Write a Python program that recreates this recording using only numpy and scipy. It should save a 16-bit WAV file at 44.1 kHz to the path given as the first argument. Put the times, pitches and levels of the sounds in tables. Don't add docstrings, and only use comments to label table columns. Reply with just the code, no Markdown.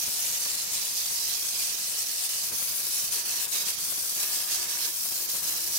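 import sys
import numpy as np
from scipy import signal
from scipy.fft import rfft, irfft
from scipy.io import wavfile
from scipy.ndimage import uniform_filter1d

SR = 44100
rng = np.random.default_rng(int(sys.argv[2]) if len(sys.argv) > 2 else 0)


def waveform_to_disk(signal):
    frames = np.transpose(np.atleast_2d(signal))
    scaled = np.clip(frames, -1, 1) * 32767
    samples = np.round(scaled).astype(np.int16)
    wavfile.write(sys.argv[1], SR, samples)


N = 254971
FRAME, HOP = 2048, 512
TIME = np.arange(N) / SR
FRAME_TIME = np.arange(N // HOP + 5) * HOP / SR
BIN_HZ = np.fft.rfftfreq(FRAME, 1 / SR)


# (frequency [Hz], relative spectral level [dB])
JET_SPECTRUM_LEFT = [(100, -24), (700, -17), (2100, -14.5), (2600, -11), (4000, -10.5), (5000, -7.5),
                     (6100, -11), (6900, -2.5), (7500, 0.9), (9000, 1.36), (10500, -1.5), (11300, -5),
                     (13000, -1), (15700, -5.5)]
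JET_SPECTRUM_RIGHT = [(70, -29.5), (700, -20.5), (1400, -19), (2200, -12), (3500, -7.5), (3950, -4),
                      (4900, -0.8), (6500, 0), (7450, -12.5), (8050, -39), (9100, -11), (10700, -8),
                      (13200, -7), (15300, -12.5)]
def jet_hiss(flow_db, side_db=(-28, -29), correlation=0.2, lead_s=.00016, lead_s_per_m=0.001):
    delay = np.exp(-2j * np.pi * BIN_HZ[:, None] * (lead_s - lead_s_per_m * nozzle_position()))
    left = turbulence()
    right = correlation * left * delay + np.sqrt(1 - correlation ** 2) * turbulence()
    spectra, hollow_shares = [JET_SPECTRUM_LEFT, JET_SPECTRUM_RIGHT], [.45, .85]
    sides = []
    for noise, spectrum, share, peaks_db in zip([left, right], spectra, hollow_shares, whistles_db()):
        colour_db = over_bins(spectrum) + brightness_db() + share * hollowness_db()
        colour_db += peaks_db + 1.06 * patches(size=(50, 3))
        sides.append(waveform(noise * gain_of(colour_db) * panel_echoes()))
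    return gain_of(side_db)[:, None] * np.array(sides) * gain_of(flow_db)


# (time [s], nominal width [s], left level [dB], right level [dB])
LUMP_CHOKES = [(0.68, 0.034, -2.5, -2), (1.33, .06, -0.5, 3), (1.767, .04, -3, 0), (2.053, .018, -3, -2.5),
               (2.285, 0.012, -6.5, -4.5), (2.52, 0.013, -7, -5.5), (2.905, .007, -4.5, -2),
               (3.11, .014, -6, -3), (3.243, .02, -6, -3.2), (3.476, .009, -10, -6),
               (3.51, .013, -3.5, -11), (3.648, 0.0058, -9, -1.5), (3.775, 0.027, -8, -1),
               (4.46, .025, -0.5, -4), (4.678, 0.015, -4.5, -4), (4.78, .02, 0.5, -2.5),
               (4.934, 0.029, -4.5, -2), (5.277, 0.012, -8, -2.5), (5.425, 0.021, -1.5, -5)]
def jet_flow_db(steady_db=-.1, closing=1.07, clearing=0.38):
    wander_db = np.outer([1, -.5], .6 * wobble(rate_hz=9))
    level_db = steady_db + surges(TIME)[0] + wander_db
    for time, width, left_db, right_db in LUMP_CHOKES:
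        choke = bell(TIME, time, width * np.where(TIME < time, closing, clearing))
        level_db += np.outer([left_db, right_db], choke)
    level_db += 0.57 * wobble(rate_hz=55) + 0.73 * wobble(rate_hz=460)
    return level_db + 0.48 * np.array([wobble(rate_hz=58), wobble(rate_hz=40)])


# (time [s], nominal width [s], level [dB], hollowness on hitting metal [dB])
JET_SURGES = [(0.03, .025, 1.5, 4), (0.24, .05, 1.2, 4), (0.43, 0.033, 1.6, -1), (0.75, .05, 1.2, 1.5),
              (0.975, 0.025, 3, -3), (1.162, .008, 2, -2), (1.212, .012, 1.8, -3), (1.6, .04, 2, 0.5),
              (1.99, 0.013, 3, -2), (2.24, 0.098, 1, -1.5), (2.95, .07, 1.8, -1), (3.13, 0.029, 3.3, 1.5),
              (3.27, .035, .9, 4), (3.41, .025, 1.6, 0), (3.54, 0.047, 3.4, 0), (3.68, 0.015, 2, 1.5),
              (4.202, .007, 4, 4), (4.233, .008, 3.5, 8), (4.34, .027, 2.5, -1), (4.525, .027, 3.8, -3),
              (4.836, .022, 3, 1), (5.3, .014, 1.8, 1), (5.48, 0.014, 2.5, -2), (5.75, .022, 4, 2)]
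def surges(t, rise=.5, sag=1.45):
    return sum(np.outer([level_db, hollow_db], bell(t, time, width * np.where(t < time, rise, sag)))
               for time, width, level_db, hollow_db in JET_SURGES)


# (time [s], brightness [dB])
GUN_TILT = [(0, 2), (.25, 0.5), (.6, -4), (1.0, -1), (1.3, -.8), (1.65, -0.7), (2.4, -1), (2.55, 6.5),
            (3.05, 2.5), (3.7, 0), (3.9, 4.5), (4.4, 4.5), (4.64, -2), (4.95, 7), (5.25, 4.8), (5.78, 5.5)]
# (frequency [Hz], share [dB/dB])
BRIGHTNESS_SHARES = [(1000, -0.24), (5000, -0.24), (7500, -0.15), (10500, 0.15), (15000, 0.44)]
def brightness_db(surge_darkening=.4):
    bright_db = over_time(GUN_TILT, FRAME_TIME) - surge_darkening * surges(FRAME_TIME)[0]
    return over_bins(BRIGHTNESS_SHARES) * bright_db


# (frequency [Hz], share [dB/dB])
HOLLOWNESS_SHARES = [(80, 0.61), (400, 1), (1000, 0.36), (2200, 0.81), (3200, 0.55), (4500, 0.037)]
def hollowness_db(away_db=-3, corner_db=5.3, floor_db=2.4):
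    hollow_db = away_db + surges(FRAME_TIME)[1] + corner_db * corner_drive(FRAME_TIME)[0]
    hollow_db += floor_db * gain_of(floor_drive_db(FRAME_TIME))
    return over_bins(HOLLOWNESS_SHARES) * hollow_db


# (time [s], width [s], frequency [Hz], width [Hz], left gain [dB], right gain [dB])
WHISTLE_PEAKS = [(.58, 0.49, 6550, 130, 6, -0.5), (2.198, 0.18, 8100, 450, 2.5, 6),
                 (2.62, 0.18, 6270, 130, 0, 5), (2.802, 0.31, 10200, 380, 4.5, 3),
                 (4.38, 0.041, 5100, 130, 7, 8.5), (4.8, 0.16, 5520, 170, 3, 4),
                 (5.688, 0.097, 5660, 130, -3, 2)]
def whistles_db():
    peaks_db = np.zeros((2, len(BIN_HZ), len(FRAME_TIME)))
    for time, width_s, hz, width_hz, left_db, right_db in WHISTLE_PEAKS:
        peak = np.outer(bell(BIN_HZ, hz, width_hz), bell(FRAME_TIME, time, width_s))
        peaks_db += np.multiply.outer([left_db, right_db], peak)
    return peaks_db


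# (time [s], nozzle position [m])
HAND_SWEEP = [(0, -.16), (.5, -0.11), (1.0, -0.062), (1.5, 0.055), (1.9, -0.027), (2.25, -0.041),
              (2.7, 0.068), (3.25, 0.14), (3.8, 0.046), (4.1, 0.06), (4.5, 0.14), (5.0, 0.022),
              (5.4, 0.0042), (5.78, -0.047)]
def nozzle_position():
    return over_time(HAND_SWEEP, FRAME_TIME)


def panel_echoes(total_db=-3.5, count=18, nearest_m=0.2996, spread_m=5.0, sway_m=0.026, sound_m_per_s=343):
    position = nozzle_position()
    comb = np.ones((len(BIN_HZ), len(FRAME_TIME)), complex)
    for distance, bearing, phase, pace in rng.random((count, 4)):
        across, along = np.cos(2 * np.pi * bearing), np.sin(2 * np.pi * bearing)
        sway = sway_m * np.sin(2 * np.pi * ((0.2517 + 0.4 * pace) * FRAME_TIME + phase))
        path_m = nearest_m + spread_m * distance ** 2 + across * position + along * sway
        cycles = phase - BIN_HZ[:, None] * path_m / sound_m_per_s
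        comb += gain_of(total_db) / np.sqrt(count) * np.exp(2j * np.pi * cycles)
    return comb


# (frequency [Hz], bandwidth [Hz], relative level [dB])
UPPER_MODES = [(636, 70, -3.5), (760, 41, -2.5), (957, 46, 3.5), (1198, 47, 1.5), (1680, 125, 1.5),
               (1826, 45, 0), (2140, 83, -8), (2676, 23, -11)]
DEEP_MODES = [(343.5, 20, 0), (384, 55, -10.5)]
def corner_ring(away_db=(-19, -15)):
    upper_db, deep_db = 20 * np.log10(corner_drive(TIME) + gain_of(away_db)[:, None])
    ring = resonate(UPPER_MODES, upper_db, side_db=(-55.5, -50.5))
    boom = resonate(DEEP_MODES, deep_db, side_db=(-63.5, -63.5))
    return ring + boom


# (start [s], end [s], upper mode drive [dB], deep mode drive [dB])
CORNER_PASSES = [(3.11, 3.473, -3, -2.5), (3.526, 3.73, -4, -2), (4.172, 4.91, 0.5, 0), (5.19, 5.26, -3, 4),
                 (5.36, 5.72, -5, 1)]
def corner_drive(t, attack_s=.02, release_s=.04):
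    drive = np.zeros((2, len(t)))
    for start, end, upper_db, deep_db in CORNER_PASSES:
        envelope = np.clip(np.minimum((t - start) / attack_s, (end - t) / release_s) + .5, 0, 1)
        drive += np.outer(gain_of([upper_db, deep_db]), envelope)
    return drive


# (frequency [Hz], bandwidth [Hz], relative level [dB])
FLOOR_MODES = [(733, 100, 3.5), (1900, 100, 2), (2584, 190, 8.5)]
def floor_ring(share_db=-3.3):
    drive_db = share_db + floor_drive_db(TIME) + surges(TIME)[0]
    return resonate(FLOOR_MODES, drive_db, side_db=(-52.5, -49.5))


def floor_drive_db(t, leaves_s=2.43, fade_db_per_s=7.5):
    return -fade_db_per_s * np.maximum(t - leaves_s, 0)


def resonate(modes, drive_db, side_db, correlation=0.79):
    hz = np.fft.rfftfreq(N, 1 / SR)
    noise = np.sqrt(correlation) * rng.standard_normal(N)
    noise = noise + np.sqrt(1 - correlation) * rng.standard_normal((2, N))
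    response = sum((-1) ** k * gain_of(db) / (1 + 2j * (hz - centre) / bandwidth)
                   for k, (centre, bandwidth, db) in enumerate(modes))
    return gain_of(side_db)[:, None] * irfft(rfft(noise * gain_of(drive_db)) * evened(response), N)


# (time [s], level [dB])
DRAFT_LEVELS = [(0, 0), (.5, 0.3), (1.3, -2.5), (1.7, -1), (2.2, -5), (2.75, 2.5), (3.2, -1.5), (3.85, 1.5),
                (4.7, -1.5), (5.0, -2), (5.45, 4), (5.78, 1)]
# (frequency [Hz], relative spectral level [dB])
DRAFT_SPECTRUM = [(20, -20), (70, 1), (200, 0.5), (600, -1), (1500, -2), (3000, -5.5), (6000, -8)]
def spent_air(side_db=(-44, -65.5), swell_db=.8, gust_db=1.8):
    draft_db = over_time(DRAFT_LEVELS, TIME) + swell_db * wobble(rate_hz=14)
    sides = []
    for level_db in side_db:
        rush = waveform(turbulence() * gain_of(over_bins(DRAFT_SPECTRUM) + 2.0 * patches(size=(4, 3))))
        sides.append(rush * gain_of(level_db + draft_db + gust_db * wobble(rate_hz=80)))
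    return np.array(sides)


# (time [s], relative level [dB], weight of the deep part [dB])
EDDY_STRIKES = [(0.084, 6.5, 16), (0.463, 9.5, -4), (2.522, 8, 14), (2.541, 8.5, 1.6), (2.625, 6.5, -7),
                (3.473, 6, -2), (3.675, 5, -1), (3.924, 8, 2), (3.984, 6, 1), (4.168, 5, -2),
                (5.061, 6, -5), (5.123, 6, -5), (5.356, 6, 0)]
def eddy_puffs(level_db=-43.5, width_s=0.0054, deep_hz=380, deep_db=-11, right_db=-18):
    rush, eddy = (waveform(turbulence() * gain_of(over_bins(DRAFT_SPECTRUM))) for _ in range(2))
    rumble = gain_of(deep_db) * signal.sosfilt(signal.butter(2, deep_hz, fs=SR, output="sos"), eddy)
    left = np.zeros(N)
    for time, strike_db, weight_db in EDDY_STRIKES:
        puff = rush * bell(TIME, time, width_s)
        thump = gain_of(weight_db) * rumble * bell(TIME, time, 2 * width_s)
        left += gain_of(strike_db) * (puff + thump)
    return gain_of(level_db) * np.array([left, gain_of(right_db) * left])


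def turbulence():
    real, imaginary = rng.standard_normal((2, len(FRAME_TIME), len(BIN_HZ)))
    return (real + 1j * imaginary).T


def patches(size):
    return evened(uniform_filter1d(uniform_filter1d(turbulence().real, size[0], 0), size[1], 1))


def wobble(rate_hz):
    hz = np.fft.rfftfreq(N, 1 / SR)
    return evened(irfft(rfft(rng.standard_normal(N)) / (1 + (hz / rate_hz) ** 2), N))


def waveform(spectra):
    return evened(signal.istft(spectra, nperseg=FRAME, noverlap=FRAME - HOP)[1][:N])


def over_bins(curve):
    hz, value = np.transpose(curve)
    return np.interp(np.log(BIN_HZ + 1), np.log(hz + 1), value)[:, None]


def over_time(curve, t):
    return np.interp(t, *np.transpose(curve))


def bell(x, centre, width):
    return np.exp(-.5 * ((x - centre) / width) ** 2)


def gain_of(db):
    return 10 ** (np.asarray(db) / 20)


def evened(x):
    return x / np.sqrt(np.mean(abs(x) ** 2) + 1e-20)


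def scene():
    return jet_hiss(jet_flow_db()) + corner_ring() + floor_ring() + spent_air() + eddy_puffs()


def record(dry):
    low_pass = signal.firwin(801, cutoff=15830, window=("kaiser", 8), fs=SR)
    return signal.oaconvolve(dry, low_pass[None], "same")


dry = scene()
out = record(dry)
waveform_to_disk(out)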